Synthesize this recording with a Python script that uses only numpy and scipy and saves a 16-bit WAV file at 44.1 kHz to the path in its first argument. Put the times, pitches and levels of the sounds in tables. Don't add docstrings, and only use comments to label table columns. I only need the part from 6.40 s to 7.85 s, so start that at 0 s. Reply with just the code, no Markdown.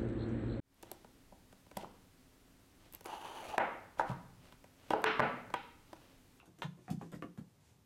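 import sys
import numpy as np
from scipy import signal
from scipy.fft import rfft, irfft, next_fast_len
from scipy.io import wavfile
from scipy.ndimage import uniform_filter1d

SR = 44100
rng = np.random.default_rng(int(sys.argv[2]) if len(sys.argv) > 2 else 0)


def materialize(psi):
    bounded = np.clip(np.atleast_2d(psi).T, -1, 1)
    quanta = np.round(bounded * 32767).astype(np.int16)
    wavfile.write(sys.argv[1], SR, quanta)


N = 63945
EVENT_SAMPLES = SR // 2


def amp(db):
    return 10 ** (np.asarray(db) / 20)


def unit_energy(x):
    return x / np.sqrt(np.sum(x ** 2) + 1e-20)


def along(points, hz):
    freqs, values = np.transpose(points)
    return np.interp(np.log(hz + 1), np.log(freqs + 1), values)


def clock(size=N):
    return np.arange(size) / SR


def fade(t, t60):
    return np.exp(-np.log(1000) * t / t60)


def add(track, start_s, x):
    i = max(0, round(start_s * SR))
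    track[i:i + len(x)] += x[:len(track) - i]


def noise(spectrum, size=N):
    padded = next_fast_len(size)
    colour = amp(along(spectrum, np.fft.rfftfreq(padded, 1 / SR)))
    x = irfft(rfft(rng.standard_normal(padded)) * colour, padded)[:size]
    return x / x.std()


def pulse(gain, size=4096):
    hz = np.fft.rfftfreq(size, 1 / SR)
    cepstrum = irfft(np.log(np.maximum(gain(hz), 1e-6)))
    cepstrum[1:size // 2] *= 2
    cepstrum[size // 2 + 1:] = 0
    return irfft(np.exp(rfft(cepstrum)))


def damped(modes):
    t = clock(EVENT_SAMPLES)
    return np.array([amp(db) * fade(t, t60) * np.sin(2 * np.pi * hz * t) for hz, db, t60 in modes])


def ring(sines, scatter_db=2):
    gains = amp(scatter_db * rng.standard_normal((len(sines), 1)))
    return np.sum(gains * sines, axis=0)


def background(air_db=-68):
    # (frequency [Hz], level [dB])
    air_colour = [(15, -30), (28, -15), (60, -3), (100, 2.5), (160, 1.5), (300, -8.5), (600, -16),
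                  (900, -16.5), (1400, -22.5), (6500, -26.5), (15000, -31.5)]
    # (centre time [s], level [dB], half length [s])
    swishes = [(0.47, -75, 0.056), (0.643, -72, 0.045), (1.28, -73.5, 0.051)]
    # (frequency [Hz], level [dB])
    swish_colour = [(200, -1), (900, 4.5), (2000, 2.5), (4500, -0.5), (7000, 2), (10000, -5), (15000, -26)]
    swell = sum(amp(db) * np.exp(-((clock() - s) / half_s) ** 2 / 2) for s, db, half_s in swishes)
    return amp(air_db) * noise(air_colour) + swell * noise(swish_colour)


def porch(x, room_db, predelay_s=0.0043, rise_s=0.0017, late_db=-24.5, late_t60=0.56):
    # (frequency [Hz], t60 [s])
    porch_t60 = [(150, 0.26), (1000, 0.12), (3000, 0.12), (7000, 0.17), (12000, 0.1)]
    hz, t, wash = signal.stft(rng.standard_normal(EVENT_SAMPLES), SR, nperseg=256)
    decay = fade(t, along(porch_t60, hz)[:, None]) + amp(late_db) * fade(t, late_t60)
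    tail = signal.istft(wash * decay, SR, nperseg=256)[1]
    build_up = 1 - np.exp(-np.maximum(clock(len(tail)) - predelay_s, 0) / rise_s)
    answer = unit_energy(signal.fftconvolve(x, tail * build_up)[:len(x)])
    return x + amp(room_db) * np.sqrt(np.sum(x ** 2)) * answer


def splats(grain=0.5):
    # (time [s], level [dB], attack [s], t60 [s])
    cues = [(.056, -63.5, 0.0019, 0.022), (0.1868, -55, 0.00035, 0.015), (0.2223, -53.5, 0.00012, 0.031),
            (0.502, -51, 0.0021, 0.024), (0.615, -66, 0.0015, 0.02), (0.718, -56, 0.00055, 0.012),
            (0.7258, -58.5, .0004, .009), (.745, -59.5, 0.0025, 0.03), (0.822, -65.5, 0.00033, 0.028),
            (0.975, -60.5, 0.0015, 0.023)]
    # (frequency [Hz], level [dB])
    wet_colour = [(300, 11), (1500, 0.5), (4000, 0), (5000, -4), (7000, -1), (9500, -5.5), (12000, -4),
                  (15000, -11.5)]
    out, t = np.zeros(N), clock(EVENT_SAMPLES)
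    for s, db, attack_s, t60 in cues:
        envelope = (1 - np.exp(-t / attack_s)) ** 2 * fade(t, t60)
        clumps = uniform_filter1d(rng.standard_normal(len(t)), size=24)
        spray = noise(wet_colour, size=len(t)) * np.exp(grain * clumps / clumps.std())
        splat = amp(db) * spray / spray.std() * envelope / envelope.max()
        add(out, s, porch(splat, room_db=2.5))
    return out


def trim_lows(x, low_cut_hz=62):
    return signal.sosfiltfilt(signal.butter(2, low_cut_hz, 'highpass', fs=SR, output='sos'), x)


def thumps(passes=4, deck_hz=170, joist_db=-21.5):
    # (time [s], level [dB], pitch [Hz], half length [s], return loss [dB], round trip [s])
    cues = [(0.091, -56.5, 159, 0.0082, 4, .056), (.255, -36.5, 152, .010, 7, 0.036),
            (.390, -54, 137, 0.0048, 4.5, .02), (.499, -44, 168, 0.0077, 0.5, .03),
            (.5145, -29, 184.5, 0.0057, 2.9, 0.033), (0.534, -34.5, 259, 0.003, 17, .03),
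            (.619, -47, 206, 0.011, 3.5, .033), (.742, -40.5, 184, 0.0063, 3.5, .028),
            (.842, -48.5, 265, 0.0064, 1, .025), (.988, -37.5, 167, 0.0037, 5.5, .029),
            (.997, -41, 233.3, 0.0042, 12.5, .025)]
    # (frequency [Hz], level [dB], t60 [s])
    joist_modes = [(62, -20, .3), (131, -1.5, 0.2), (143, -5, 0.2), (161.8, 3, 0.36), (176, -13, 0.27),
                   (240.3, -2, 0.13)]
    settle, spread, extra_loss_db = 0.78, 0.23, 1.05
    lead_s = .04
    out, joists = np.zeros(N), damped(joist_modes)
    for s, db, hz, half_s, loss_db, return_s in cues:
        wave = np.zeros(EVENT_SAMPLES)
        for k in range(passes):
            t = clock(EVENT_SAMPLES // 2) - lead_s - k * return_s
            pitch = deck_hz + (hz - deck_hz) * (1 - settle) ** k
            swell = np.exp(-np.minimum((t / (half_s * (1 + spread * k))) ** 2, 20))
            gain = (-1) ** k * amp(-k * loss_db - extra_loss_db * k * (k - 1) / 2)
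            add(wave, 0, gain * swell * np.sin(2 * np.pi * pitch * t))
        add(wave, lead_s, amp(joist_db) * ring(joists))
        add(out, s - lead_s, amp(db) * porch(wave, room_db=-8.5))
    return out


def plank_chirp(x, travel_s=0.00101, at_hz=1080):
    hz = np.fft.rfftfreq(2 * len(x), 1 / SR)
    lag_cycles = 2 * travel_s * np.sqrt(at_hz * hz)
    return irfft(rfft(x, 2 * len(x)) * np.exp(-2j * np.pi * lag_cycles))[:len(x)]


def hoof_click(low_hz, edge_hz, leak_db=-24, toe_db=-3.5):
    # (frequency [Hz], level [dB])
    click_colour = [(100, -27.5), (650, 0.5), (1050, 7.5), (1650, 5), (2150, -4.5), (2750, -2.5),
                    (3700, -3.5), (6000, 5.5), (15000, -15)]

    def contact(hz):
        high_cut = 1 / (1 + (hz / edge_hz) ** 20) + amp(leak_db) / (1 + hz / edge_hz)
        low_cut = hz ** 2 / np.hypot(hz ** 2, low_hz ** 2)
        return amp(along(click_colour, hz)) * high_cut * low_cut

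    click = unit_energy(pulse(contact))
    toes = np.pad(click, (0, EVENT_SAMPLES - len(click)))
    toe_gap_s = 0.001626 * rng.uniform(.5, 1.945)
    add(toes, toe_gap_s, amp(toe_db) * click)
    return unit_energy(toes)


def knocks():
    # (time [s], level [dB], low cut [Hz], high cut [Hz], plank note [Hz], note level [dB],
    # note t60 [s], decking level [dB], reverb level [dB])
    cues = [(.0002, -38, 690, 3780, 2680, -1, 0.02, -9, -0.5),
            (0.029, -46, 520, 1170, 774, 7.5, 0.022, 1.5, 0.5),
            (.076, -48, 197, 722, 323, 9, 0.085, 5.5, 3), (0.184, -54, 300, 2410, 1500, -14, .02, 16, 7),
            (.2199, -14.5, 1090, 3980, 993, 2, 0.014, -29, 0),
            (0.374, -46, 200, 583, 362, 5.5, 0.12, 1, 6.5),
            (0.48, -29.5, 684, 2590, 747, 6.5, 0.086, -1, 1),
            (.495, -35.5, 395, 920, 734, 10, 0.056, 4, -1),
            (0.6113, -42, 485, 3100, 1120, -2.5, 0.024, 12, 12),
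            (0.613, -33.5, 255, 1000, 817, 6.5, .035, 6, -7.5),
            (0.7232, -39, 300, 3560, 615, 2, 0.019, 8.5, 11),
            (.741, -36, 310, 2160, 1910, 2, .02, -1, -1.5),
            (0.8231, -23.5, 815, 3070, 1170, 2, .04, 7, 0.3), (0.975, -41, 348, 2370, 703, 0, 0.016, 8, 6)]
    # (frequency [Hz], level [dB], t60 [s])
    deck_modes = [(290, -32, 0.037), (300.5, -7, 0.26), (355, 7, 0.04), (402, 0, 0.043),
                  (501.7, 4.5, 0.047), (681, -3.5, 0.072), (838, -10.5, 0.051), (1031, 0, 0.038),
                  (1400, -12.5, 0.064), (1570, -19.5, 0.082), (1920, -32, 0.026)]
    out, decking = np.zeros(N), damped(deck_modes)
    for s, db, low_hz, edge_hz, note_hz, note_db, note_t60, deck_db, room_db in cues:
        note = amp(note_db) * unit_energy(damped([(note_hz, 0, note_t60)])[0])
        body = amp(deck_db) * unit_energy(ring(decking))
        hit = note + body + hoof_click(low_hz, edge_hz)
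        add(out, s, amp(db) * porch(plank_chirp(hit), room_db))
    return out


def scene():
    return (trim_lows(knocks() + thumps()) + splats() + background())[None]


def record(dry):
    top_hz = 15400
    padded = next_fast_len(N + EVENT_SAMPLES)
    passband = np.fft.rfftfreq(padded, 1 / SR) < top_hz
    return irfft(rfft(dry, padded) * passband, padded)[:, :N]


dry = scene()
out = record(dry)
materialize(out)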